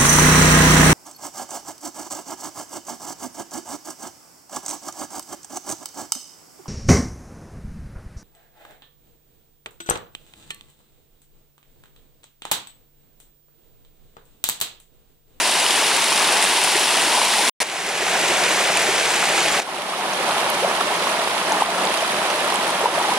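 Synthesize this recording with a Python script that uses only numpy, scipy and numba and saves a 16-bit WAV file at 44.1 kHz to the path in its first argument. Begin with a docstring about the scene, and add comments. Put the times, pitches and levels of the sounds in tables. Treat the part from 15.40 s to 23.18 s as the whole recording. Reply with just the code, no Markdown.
"""Shallow stream over boulders

The water is heard from three spots on the bank in turn. Countless trapped bubbles ring as damped
oscillators and rise in pitch over a wash of far water; drops tick and large bubbles glug.
A gain control ducks after the loudest glugs. The sound drops out once, and it starts soft and
swells at each new spot."""
import sys
import numpy as np
from scipy import signal
from scipy.fft import rfft, irfft, next_fast_len
from scipy.io import wavfile
from scipy.ndimage import uniform_filter1d
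from numba import njit

SR = 44100
rng = np.random.default_rng(int(sys.argv[2]) if len(sys.argv) > 2 else 0)


def dump(signal):
    """Clip the signal to [-1, 1] and save it as 16-bit WAV at the path in sys.argv[1]."""
    limited = np.clip(np.atleast_2d(signal).T, -1, 1)
    pcm = np.round(limited * 32767).astype(np.int16)
    wavfile.write(sys.argv[1], SR, pcm)


N = 343098


def from_db(db):
    """Amplitude ratio of a level in decibels."""
    return 10 ** (np.asarray(db) / 20)


def unit_rms(x):
    """Normalisation to unit power."""
    return x / np.sqrt(np.mean(x ** 2) + 1e-20)


def at_hz(points, hz):
    """Interpolation of a spectrum on a log-frequency axis."""
    knots_hz, values = np.transpose(points)
    return np.interp(np.log(hz), np.log(knots_hz), values)


def drift(corner_hz, size):
    """Slow random modulation of unit rms: noise through two one-pole low-passes."""
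    hop = 40
    pole = np.exp(-2 * np.pi * corner_hz * hop / SR)
    slow = signal.lfilter([1], [1, -2 * pole, pole ** 2], rng.standard_normal(size // hop + 2002))[2000:]
    return np.interp(np.arange(size) / hop, np.arange(len(slow)), unit_rms(slow))


@njit
def add_rings(out, peak, hz, cycles, rise, height, onset):
    """Damped oscillations, `cycles` wide at half height, gliding up by the fraction `rise` per width."""
    for k in range(len(hz)):
        width = cycles[k] / hz[k] * SR
        for side in range(2):
            first = max(int(peak[k, side] - 2.5 * onset * width), 0)
            last = min(int(peak[k, side] + 4 * (1 - onset) * width), out.shape[1])
            for i in range(first, last):
                u = (i - peak[k, side]) / width
                # onset is the share of the width before the peak
                halvings = (u / onset) ** 2 if u < 0 else (u / (1 - onset)) ** 1.4
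                phase = 2 * np.pi * cycles[k] * u * (1 + rise[k] * u / 2)
                out[side, i] += height[k, side] * 2 ** -halvings * np.cos(phase)


def small_bubbles(size, lag_us, spread_us, per_s, size_db):
    """Resonance of trapped air: bubbles of every pitch, each from its own direction, sum to a hiss."""
    born = np.flatnonzero(rng.random(size) < per_s * from_db(.9 * drift(14, size)) / SR)
    pitch, ring, strength, glide = rng.random((len(born), 4)).T
    hz = 120 + 15500 * pitch
    cycles = 2.32 + 7.6 * ring ** 2.82   # most ring briefly, a few sing
    level_db = size_db * np.minimum(-np.log(strength + 1e-9), 4.0)
    height = from_db(level_db) * np.sqrt(hz / cycles)   # short rings need more height for equal energy
    lag = (lag_us + spread_us * rng.standard_normal(len(born))) * SR / 1e6
    out = np.zeros((2, size))
    add_rings(out, np.c_[born + lag, born], hz, cycles, 0.251 * glide, np.c_[height, height], onset=.1)
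    return unit_rms(out)


# Spectrum of the water at each spot: f/Hz, level/dB
SPECTRUM_FALL = [(15, -70), (25, -32.5), (119, -27), (160, -17), (379, -7.5), (524, -8), (632, -5),
                 (922, -1.5), (1240, -9.5), (1580, -8.5), (2780, -3.5), (5450, -8), (6760, -11.5),
                 (10200, -8.5), (12500, -25.5), (15600, -30.5)]
SPECTRUM_POOL = [(15, -53), (25, -20), (107, -23), (178, -9.5), (267, -13.5), (359, -4), (458, -4.5),
                 (763, -1), (1110, -7.5), (1270, -8.5), (2430, -5.5), (4280, -11.5), (8380, -14.5),
                 (10700, -16.5), (12500, -29), (15600, -31)]
SPECTRUM_RIFFLE = [(15, -65), (25, -33), (48, -32), (122, -24.5), (188, -10), (253, -14.5), (400, -5.5),
                   (446, -9.5), (616, -4), (947, -3.5), (1540, -11.5), (3180, -11), (7330, -22),
                   (10200, -18), (12500, -33), (15600, -41)]
# Left-right coherence of the wash: f/Hz, coherence (0 to 1)
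COHERENCE_FALL = [(30, .4), (130, 1), (800, .97), (1300, 0.72), (4000, 0.84), (7000, 0.4), (9000, 0.9),
                  (14000, 0.3)]
COHERENCE_POOL = [(30, .4), (130, .97), (800, .97), (1300, 0.69), (4000, 0.6), (7000, 0.81), (10000, 0.84),
                  (14000, 1)]
COHERENCE_RIFFLE = [(30, .4), (130, 1), (800, 0.9), (1500, 0.18), (2600, 0.1), (4000, 0.064), (9000, 0.077),
                    (14000, 0.26)]
# Channel balance: f/Hz, left minus right level/dB
BALANCE_FALL = [(60, 4), (120, 1.5), (240, 0.5), (480, 1.5), (950, 0.5), (1890, -0.5), (3770, -1.5),
                (7520, 5), (15000, 1.5)]
BALANCE_POOL = [(60, 0.0), (120, 0), (240, 1), (480, 0.0), (950, 1.5), (1890, -1.5), (3770, -1.7),
                (7520, 3), (15000, 0)]
BALANCE_RIFFLE = [(60, 2), (120, -0.5), (240, 0.5), (480, -1), (950, 1.5), (1890, -3.5), (3770, -6),
                  (7520, 2), (15000, 0.5)]
# Small bubbles relative to the wash: f/Hz, level/dB
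BUBBLE_SHARE = [(60, -20.5), (300, -1), (800, -2), (1600, -4), (2800, -5), (6000, -1.5), (13000, 2.5)]


def water(size, spot, lag_us, spread_us, per_s, size_db):
    """Partly coherent wash and bubbles add in power; a crossover parts low gurgle from high spray."""
    spectrum, coherence, balance = [(SPECTRUM_FALL, COHERENCE_FALL, BALANCE_FALL),
                                    (SPECTRUM_POOL, COHERENCE_POOL, BALANCE_POOL),
                                    (SPECTRUM_RIFFLE, COHERENCE_RIFFLE, BALANCE_RIFFLE)][spot]
    length = next_fast_len(size)
    hz = np.maximum(np.fft.rfftfreq(length, 1 / SR), 1)
    shared, left, right = rfft(rng.standard_normal((3, size)), length)
    coherent = np.clip(at_hz(coherence, hz), 0, 1)
    delay = np.exp(-2j * np.pi * hz * lag_us / 1e6)
    wash = np.sqrt(coherent) * np.array([shared * delay, shared])
    wash += np.sqrt(1 - coherent) * np.array([left, right])
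    bubbles = rfft(small_bubbles(size, lag_us, spread_us, per_s, size_db), length)
    share = from_db(at_hz(BUBBLE_SHARE, hz))
    mix = (wash + share * bubbles) / np.sqrt(1 + share ** 2)
    mix *= from_db(at_hz(spectrum, hz) + at_hz(balance, hz) * [[.5], [-.5]])
    low = 1 / (1 + (hz / 1600) ** 8)   # crossover at 1600 Hz
    bands = irfft(np.array([mix * np.sqrt(low), mix * np.sqrt(1 - low)]), length)[..., :size]
    return [band / np.sqrt(np.mean(band.mean(axis=0) ** 2)) for band in bands]


def splash_gain(per_s=70, decay_s=.003):
    """Amplitude modulation of the spray: tiny splashes start at once and decay exponentially."""
    jumps = (rng.random(N) < per_s / SR) * np.minimum(rng.exponential(.26, N), .9)
    return 1 + signal.lfilter([1], [1, -np.exp(-1 / (decay_s * SR))], jumps)


# Full level at each spot: gurgle level/dB, spray level/dB
LEVELS = [(-24, -20.5), (-24, -22.5), (-24, -28.5)]
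# Sudden dips in level: t/s, depth/dB
SOFT_STARTS = [(2.2022, 1), (2.2307, 9.5), (4.203, 10)]


def levels(t, recover_db_per_s=16):
    """Gurgle and spray levels in dB at times t; recovery from each dip is linear in decibels."""
    dip_db = sum((t >= start) * np.maximum(depth_db - recover_db_per_s * (t - start), 0)
                 for start, depth_db in SOFT_STARTS)
    return np.array(LEVELS)[spot_at(t)].T - dip_db


# Fall, pool and riffle: start t/s, end t/s, left lag/us, lag spread/us, bubble rate/s^-1, size spread/dB
SPOTS = [(0, 2.2305, 11, 12.0, 17900, 3), (2.23, 4.231, 26.4, 9.8, 16000.0, 3),
         (4.231, 7.78, 75, 61, 12000.0, 3)]
# Surging of the gurgle: t/s, relative level/dB
SURGE = [(0, -1), (.25, -1.5), (.5, 1.5), (.66, -1.5), (.9, 1.5), (1.3, -1), (1.8, 0.8), (1.9, -1.2),
         (2.8, 1), (3.3, -0.2), (3.6, -1.5), (4.2, 0.7), (4.8, 0), (5.05, 0), (5.55, 0), (6.0, -1),
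         (6.16, 1), (6.35, 2), (6.55, -.8), (7.0, 0), (7.3, 0.9), (7.78, 0.8)]


def stream():
    """Slow amplitude modulation: the water at each spot in turn surges and wavers."""
    gurgle, spray = np.zeros((2, 2, N))
    for spot, (start, end, *bubble_settings) in enumerate(SPOTS):
        a, b = round(start * SR), min(round(end * SR), N)
        gurgle[:, a:b], spray[:, a:b] = water(b - a, spot, *bubble_settings)
    t = np.arange(N) / SR
    gurgle_db, spray_db = levels(t)
    gurgle *= from_db(gurgle_db + np.interp(t, *np.transpose(SURGE)) + 0.61 * drift(13.5, N))
    spray *= splash_gain() * from_db(spray_db + 0.15 * drift(40, N))
    return gurgle + spray


def spot_at(t):
    """Index of the listening position at times t."""
    return np.minimum(np.searchsorted(np.array(SPOTS)[:, 1], t), len(SPOTS) - 1)


def spatter(per_s=40, low_hz=2500, high_hz=11000, spread_db=1.5, pan_db=4):
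    """Poisson process of small drops, as rows like those of DROPS."""
    t = np.flatnonzero(rng.random(N) < per_s / SR) / SR
    strength, pitch, side = rng.random((len(t), 3)).T
    hz = low_hz + (high_hz - low_hz) * pitch
    over_spray_db = 4 - 4.5 * np.log2(hz / low_hz)   # higher drops are smaller
    peak_db = levels(t)[1] + over_spray_db - spread_db * np.log(strength + .02)
    return np.c_[t, peak_db, hz, pan_db * (2 * side - 1)]


# Drops hitting stone or water: t/s, ring level/dB, f/Hz, left minus right level/dB
DROPS = [(0.1134, -11, 8530, 7), (0.2643, -6.5, 2900, -1.6), (0.3603, -8, 9000, 7),
         (0.5303, -11, 9060, 2.6), (0.7265, -13, 5600, -0.7), (1.0413, -5, 9000, 1.2),
         (1.2398, -6, 8850, 8), (1.2654, -19, 10810, 1), (3.372, -10.5, 2400, -1.5), (3.3724, -7, 8600, 7),
         (3.7062, -11, 7780, 3.8), (3.8546, -15, 6890, -1.1), (3.8932, -20, 12260, -6.1),
         (4.1675, -17, 8900, 0.9), (4.3746, -24, 2710, -1.7), (4.734, -20, 5960, 8),
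         (4.912, -15, 3890, -1.5), (4.9369, -19, 8700, -0.2), (5.1015, -8, 10900, 5.5),
         (5.472, -21, 7130, 1), (5.9119, -23, 3700, -2.6), (6.1216, -12, 6100, -0.5),
         (6.2146, -19, 8570, -0.9), (6.4524, -15, 7197, 0.1), (6.4727, -18, 3780, -13),
         (6.72, -16, 9830, 5.1), (6.9101, -21, 6110, -5.9), (7.143, -13, 9740, 1.8),
         (7.1578, -13, 8000, -0.1), (7.1583, -17, 3050, -3.5), (7.2796, -15, 10270, 1.6),
         (7.3055, -14, 9350, 2.5), (7.3961, -20, 11200, 0.9)]


def drops(top_hz=11600):
    """Impact excitation: each drop cracks, then rings for a few cycles; a low-pass dulls the top."""
    t, peak_db, hz, pan_db = np.transpose(np.r_[DROPS, spatter()])
    out, each = np.zeros((2, N)), np.ones(len(t))
    peak = np.c_[t, t] * SR
    ring = from_db(np.c_[peak_db + pan_db / 2, peak_db - pan_db / 2])
    crack = from_db(-10) * ring
    add_rings(out, peak, hz, cycles=4.2 * each, rise=.06 * each, height=ring, onset=.15)
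    add_rings(out, peak, hz, cycles=1.3 * each, rise=0 * each, height=crack, onset=.15)
    return signal.sosfilt(signal.butter(2, top_hz, fs=SR, output="sos"), out + 1e-18)


def babble(per_s=30, over_gurgle_db=-0.5, spread_db=2.0):
    """Poisson process of further, quieter glugs at random times, as rows like those of GLUGS."""
    t = np.flatnonzero(rng.random(N - 1) < per_s / SR) / SR
    strength, pitch, ring = rng.random((len(t), 3)).T
    peak_db = levels(t)[0] + over_gurgle_db - spread_db * np.log(strength + .03)
    hz = np.interp(pitch, [0, 1], [553, 1323])
    cycles = np.interp(ring, [0, 1], [2.3, 7.3])
    return np.c_[t, peak_db, hz, cycles]


# Large bubbles: t/s, level/dB, f/Hz, cycles above half height
GLUGS = [(0.2989, -19, 970, 4.2), (0.5197, -11, 1500, 2.3), (1.0413, -17, 839, 2.9),
         (1.1825, -13, 935, 3.2), (1.3548, -11, 1803, 2.8), (1.3581, -18, 383, 3.9),
         (1.5728, -13.8, 1740, 3.5), (1.7512, -13, 945, 4.36), (1.7762, -11, 836, 3.5),
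         (1.7845, -13, 870, 2.9), (1.817, -8, 980, 2.6), (2.6325, -19, 450, 1.9),
         (3.4911, -16.5, 396.2, 2.85), (3.6877, -20, 960, 2.88), (3.8281, -10, 1296, 2.5),
         (3.98, -13, 1337, 3.4), (3.9958, -18, 1210, 4.3), (4.537, -16, 1150, 3.4),
         (4.6617, -19, 1430, 2.4), (5.2345, -18, 530, 13), (5.2485, -6.5, 646, 3.1), (5.3138, -8.5, 880, 1),
         (5.4114, -9.5, 1209, 3.1), (5.6723, -13.5, 1040, 4.3), (5.756, -16, 637, 4.1),
         (5.875, -6.5, 840, 1.3), (6.123, -13, 810, 5.3), (6.223, -2.5, 900, 2.95),
         (6.6289, -11.5, 652, 2.9), (7.4421, -17, 482, 3.83), (7.4592, -5.5, 910, 5.2),
         (7.5802, -14, 635, 5.1), (7.7216, -12.5, 970, 5)]


def glugs(octaves_per_cycle=0.045):
    """Resonance of large bubbles closing over between stones; the longer the ring, the more it climbs."""
    t, peak_db, hz, cycles = np.transpose(np.r_[GLUGS, babble()])
    out, height = np.zeros((2, N)), from_db(peak_db)
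    left_lag_s = np.array(SPOTS)[spot_at(t), 2] / 1e6
    rise = 2 ** (octaves_per_cycle * cycles) - 1
    add_rings(out, np.c_[t + left_lag_s, t] * SR, hz, cycles, rise, np.c_[height, height], onset=.45)
    return out


def scene():
    """Linear superposition of stream, glugs and drops."""
    return stream() + glugs() + drops()


def gain_control(x, threshold_db=-13.5, sense_s=0.007, release_db_per_s=26):
    """Limiting: the gain falls by the excess of short-term power over a threshold, then climbs back."""
    power = uniform_filter1d(np.mean(x ** 2, axis=0), round(sense_s * SR))
    over_db = np.maximum(10 * np.log10(np.abs(power) + 1e-12) - threshold_db, 0)
    climb_db = release_db_per_s * np.arange(N) / SR
    duck_db = np.maximum.accumulate(over_db + climb_db) - climb_db
    pole = np.exp(-1 / (sense_s * SR))
    return x * from_db(-signal.lfilter([1 - pole], [1, -pole], duck_db))


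def record(dry):
    """Gain control, a dropout of a tenth of a second, and band limiting at 15750 Hz."""
    t = np.arange(N) / SR
    gate = (t < 2.0965) | (t > 2.2022)
    low_pass = signal.ellip(12, .5, 70, 15750, fs=SR, output="sos")
    return signal.sosfilt(low_pass, gain_control(dry) * gate)


dry = scene()
out = record(dry)
dump(out)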